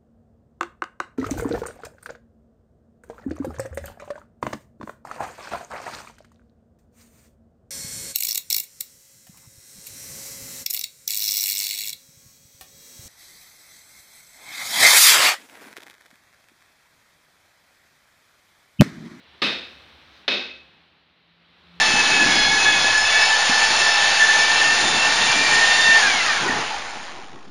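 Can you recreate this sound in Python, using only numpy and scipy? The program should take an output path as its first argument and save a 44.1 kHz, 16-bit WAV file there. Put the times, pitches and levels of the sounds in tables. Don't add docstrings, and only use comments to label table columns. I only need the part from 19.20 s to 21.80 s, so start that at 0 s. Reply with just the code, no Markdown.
import sys
import numpy as np
from scipy import signal
from scipy.fft import rfft, irfft
from scipy.io import wavfile
from scipy.ndimage import uniform_filter1d, minimum_filter1d

SR = 44100
rng = np.random.default_rng(int(sys.argv[2]) if len(sys.argv) > 2 else 0)


def generate_wav(sig):
    pcm = np.round(np.clip(np.atleast_2d(sig).T, -1, 1) * 32767).astype(np.int16)
    wavfile.write(sys.argv[1], SR, pcm)


def invert_db(x):
    u = np.asarray(x, float) / 20
    return 10 ** u


N = 114660


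def evened(x):
    return x / np.sqrt(np.mean(x ** 2) + 1e-20)


def drift(shape, size):
    noise = rng.standard_normal(shape)
    return evened(uniform_filter1d(uniform_filter1d(noise, size=size), size=size))


def read(points, hz):
    f, value = np.transpose(points)
    return np.interp(np.log(hz + 1), np.log(f + 1), value)


def colour(x, points, humps=()):
    size = 4096
    hz = np.fft.rfftfreq(size, 1 / SR)
    db = read(points, hz)
    for centre_hz, width_hz, up_db in humps:
        db = db + up_db * np.exp(-((hz - centre_hz) / width_hz) ** 2)
    cepstrum = irfft(np.log(invert_db(db)))
    cepstrum[1:size // 2] *= 2
    cepstrum[size // 2 + 1:] = 0
    return signal.oaconvolve(x, irfft(np.exp(rfft(cepstrum))))[:len(x)]


def wash(points):
    patchy_db = -0.5
    frames, hz = N // 256 + 5, np.fft.rfftfreq(1024, 1 / SR)
    real, imag, patches = rng.standard_normal((frames, 513, 3)).T
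    patches = uniform_filter1d(patches, size=12, axis=0)
    patches = evened(uniform_filter1d(patches, size=10, axis=1))
    gain = invert_db(read(points, hz)[:, None] + patchy_db * patches)
    return evened(signal.istft((real + 1j * imag) * gain, nperseg=1024, noverlap=768)[1][:N])


def throbbing_hum():
    pitch_hz, width_hz = 73, 23
    pole = np.exp(-np.pi * width_hz / SR)
    slow = rng.standard_normal((N, 2)) @ [1, 1j]
    for _ in range(2):
        slow = signal.lfilter([1 - pole], [1, -pole], slow)
    carrier = np.exp(2j * np.pi * pitch_hz * np.arange(N) / SR)
    return evened((slow * carrier).real)


def street():
    # start_s, level_db
    traffic = [(0, -54.5), (.5, -50.5), (.9, -52.5), (1.0, -53), (1.299, -54.5), (1.6, -57.5),
               (1.85, -61.5), (2.15, -61.5), (2.35, -57.5), (2.6, -54)]
    # pitch_hz, level_db
    wash_colour = [(18, -71), (30, -18), (51, -6), (74, -6), (138, -10.5), (167, -5.5), (490, -9),
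                   (4000, -7.5), (9000, -61), (11700, -52), (19800, -120)]
    # pitch_hz, level_db
    fizz_colour = [(3000, -7), (5500, 10.5), (6500, -2), (9000, -5), (15500, -11.5)]
    level_db = np.interp(np.arange(N) / SR, *np.transpose(traffic))
    change_db = level_db - traffic[0][1]
    body = invert_db(level_db) * wash(wash_colour)
    fizz = invert_db(-75.5 + 2.34 * change_db) * wash(fizz_colour)
    hum = invert_db(-65.5 + 1.45 * change_db) * throbbing_hum()
    return body + fizz + hum


def engine():
    # start_s, pitch_hz, level_db
    approach = [(1.3, 168.5, -72), (1.899, 167, -76), (2.198, 169.5, -67.5), (2.418, 174.3, -69.5),
                (2.519, 173, -55.5), (2.6, 174, -54)]
    roughness = 0.1
    s, hz, db = np.transpose(approach)
    t = np.arange(N) / SR
    tone = np.sqrt(2) * np.sin(2 * np.pi * np.cumsum(np.interp(t, s, hz)) / SR)
    return invert_db(np.interp(t, s, db, left=-120)) * (1 + roughness * drift(N, 1200)) * tone


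def swish():
    # peak_s, length_s, level_db
    breath = (0.97, 0.079, -62.5)
    # pitch_hz, level_db
    air_colour = [(2000, -28), (4000, 8.5), (6000, -1.5), (8000, -21), (14000, -21)]
    peak_s, length_s, level_db = breath
    swell = np.exp(-((np.arange(N) / SR - peak_s) / length_s) ** 2)
    return invert_db(level_db) * swell * wash(air_colour)


def room(build_s, share):
    # pitch_hz, t60_s
    decay = [(100, 0.49), (300, 0.66), (1000, 0.62), (3000, 0.67), (6500, 0.62), (8000, 0.57),
             (14000, 0.55)]
    spread_db = 3.5
    slots = np.arange(0, SR - 6, 6)
    taps = np.zeros(SR)
    taps[slots + rng.integers(0, 6, len(slots))] = rng.choice([-1.5, 1.5], len(slots))
    taps = taps * invert_db(spread_db * np.minimum(rng.exponential(1, SR), 4))
    hz, t, z = signal.stft(taps, SR, nperseg=256)
    fade_db = -60 * t / (share * read(decay, hz)[:, None])
    tail = signal.istft(z * invert_db(fade_db), SR, nperseg=256)[1][:SR]
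    return tail * (1 - np.exp(-(np.arange(SR) / SR / build_s) ** 2))


def ring(modes, tilt_db=0., waver=0.):
    t = np.arange(SR) / SR
    y = np.zeros(SR)
    for hz, db, t60 in modes:
        fade = invert_db(db + tilt_db * (hz / 1000 - 2.5) - 60 * t / t60)
        y += fade * (1 + waver * drift(SR, 900)) * np.sin(2 * np.pi * hz * t + hz)
    return y / np.linalg.norm(invert_db([db for _, db, _ in modes]))


def blade_and_block(blade_db, thud_db, tilt_db):
    # level_db, t60_s
    blade = [(-14, .6), (-12, .35), (0, .66), (-7, .4), (-14, .4), (-17, .3), (-16, .4), (-13, .5),
             (-8, .55), (-1.5, .55), (-9, .5), (-15, .4), (-15, .4), (-24, .4)]
    blade_hz = [1541, 2297, 2577, 2602, 2708, 3190, 3415, 3530, 3607, 3704, 3757, 3975, 4140, 5135]
    # pitch_hz, level_db, t60_s
    block = [(140.4, -10, 0.23), (204, 0.5, .4), (254, -2, 0.59), (306, -8, 0.42), (359.2, -6, 0.66),
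             (456.6, -32, 0.15), (529, -13, 0.94)]
    waver, rise_s = .3, .022
    steel = invert_db(blade_db) * ring([(hz, *mode) for hz, mode in zip(blade_hz, blade)], tilt_db, waver)
    wood = invert_db(thud_db) * ring(block, 0., waver)
    return (1 - np.exp(-np.arange(SR) / SR / rise_s)) * (steel + wood)


def splinter_click(tint):
    # pitch_hz, level_db
    snap_colour = [(35, -49), (100, -18.5), (350, -8.5), (1000, -17), (1900, -8.5), (2550, -8),
                   (2950, -8.5), (3700, -4)]
    # pitch_hz, width_hz, level_db
    humps = [(2575, 140, 6), (3697, 137, 4), (4230, 47, 5), (5140, 58, 5.5), (6700, 130, 1)]
    click = colour(colour(signal.unit_impulse(SR), snap_colour, humps), tint)
    return (click / np.linalg.norm(click))[:2048]


def crack(click, crack_s):
    # pitch_hz, level_db
    dullness = [(5000, 0), (8000, -3), (15000, -3)]
    splinters_per_s, rise_s = 6000, .0006
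    t = np.arange(SR) / SR
    strength = .4 + (rng.random(SR) < splinters_per_s / SR)
    shower = signal.oaconvolve(rng.standard_normal(SR) * strength, click)[:SR]
    shower = colour(shower, dullness)
    shower = shower / np.std(shower[:round(crack_s * SR)])
    return (1 - np.exp(-t / rise_s)) * np.exp(-t / crack_s) * shower


def knock(wood):
    rise_s = .002
    return (1 - np.exp(-(np.arange(SR) / SR / rise_s) ** 2)) * ring(wood)


def chop(hit, landing, tint, crack_db, wood):
    _, knock_db, blade_db, thud_db, room_db = hit
    crack_s, build_s, share, tilt_db = landing
    click = splinter_click(tint)
    struck = invert_db(crack_db) * crack(click, crack_s) + invert_db(knock_db) * knock(wood)
    held = signal.oaconvolve(room(build_s, share), click)[:SR]
    return struck + blade_and_block(blade_db, thud_db, tilt_db) + invert_db(room_db) * held


def scene():
    # start_s, knock_db, blade_db, thud_db, room_db
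    chops = [
        (0.2182, -15.5, -22.5, -26.5, -16),
        (1.079, -16, -18, -27.5, -15.5),
    ]
    # crack_s, room_build_s, decay_share, blade_tilt_db_per_khz
    landings = [
        (.007, 0.006, 0.82, 4.8),
        (0.014, 0.028, 0.8, -3),
    ]
    # pitch_hz, level_db
    tints = [
        [(130, -0.5), (1200, 3.5), (3800, -1), (5300, -13.5), (7000, -31), (10000, -38.5), (15500, -48)],
        [(130, -8.5), (500, 2), (3800, -0.5), (5300, -15), (6650, -28), (7000, -37.5), (10000, -44.5),
         (15500, -62.5)],
    ]
    crack_levels = [-10.5, -10]
    # pitch_hz, level_db, t60_s
    knocks = [
        [(139.1, -4, 0.3), (380, -20, 0.083), (582, 8, 0.091), (1230, 22, 0.076), (1507, -22, 0.093),
         (1990, -19, 0.033)],
        [(258.7, -9, 0.13), (400, 3.5, 0.055), (552, 5, 0.092), (1110, -2, 0.031), (2220, -4.5, 0.045),
         (2730, -3, .04)],
    ]
    out = street() + engine() + swish()
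    for hit, *rest in zip(chops, landings, tints, crack_levels, knocks):
        part = out[round(hit[0] * SR):][:SR]
        part += chop(hit, *rest)[:len(part)]
    return out[None]


def limiter(x):
    threshold_db, squeeze, recover_db_per_s, lookahead_s = -24, .3, 90, .018
    ahead = round(lookahead_s * SR)
    power_db = 10 * np.log10(abs(uniform_filter1d(x[0] ** 2, size=200)) + 1e-12)
    fall_db = np.arange(N) * recover_db_per_s / SR
    held_db = np.maximum.accumulate(power_db + fall_db) - fall_db
    over_db = np.maximum(held_db - threshold_db, 0)
    early_db = -minimum_filter1d(-over_db, size=ahead + 1, origin=-(ahead // 2))
    return x / invert_db(squeeze * uniform_filter1d(early_db, size=ahead))


def low_pass(x):
    return signal.sosfilt(signal.butter(12, 15880, fs=SR, output="sos"), x)


def record(dry):
    low_cut_hz, ceiling, hiss_db = 69, 1.5, -92.5
    low_cut = signal.butter(3, low_cut_hz, 'high', fs=SR, output='sos')
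    level = signal.sosfilt(low_cut, limiter(dry))
    hiss = invert_db(hiss_db) * rng.standard_normal(dry.shape)
    return low_pass(ceiling * np.tanh(level / ceiling) + hiss)


dry = scene()
out = record(dry)
generate_wav(out)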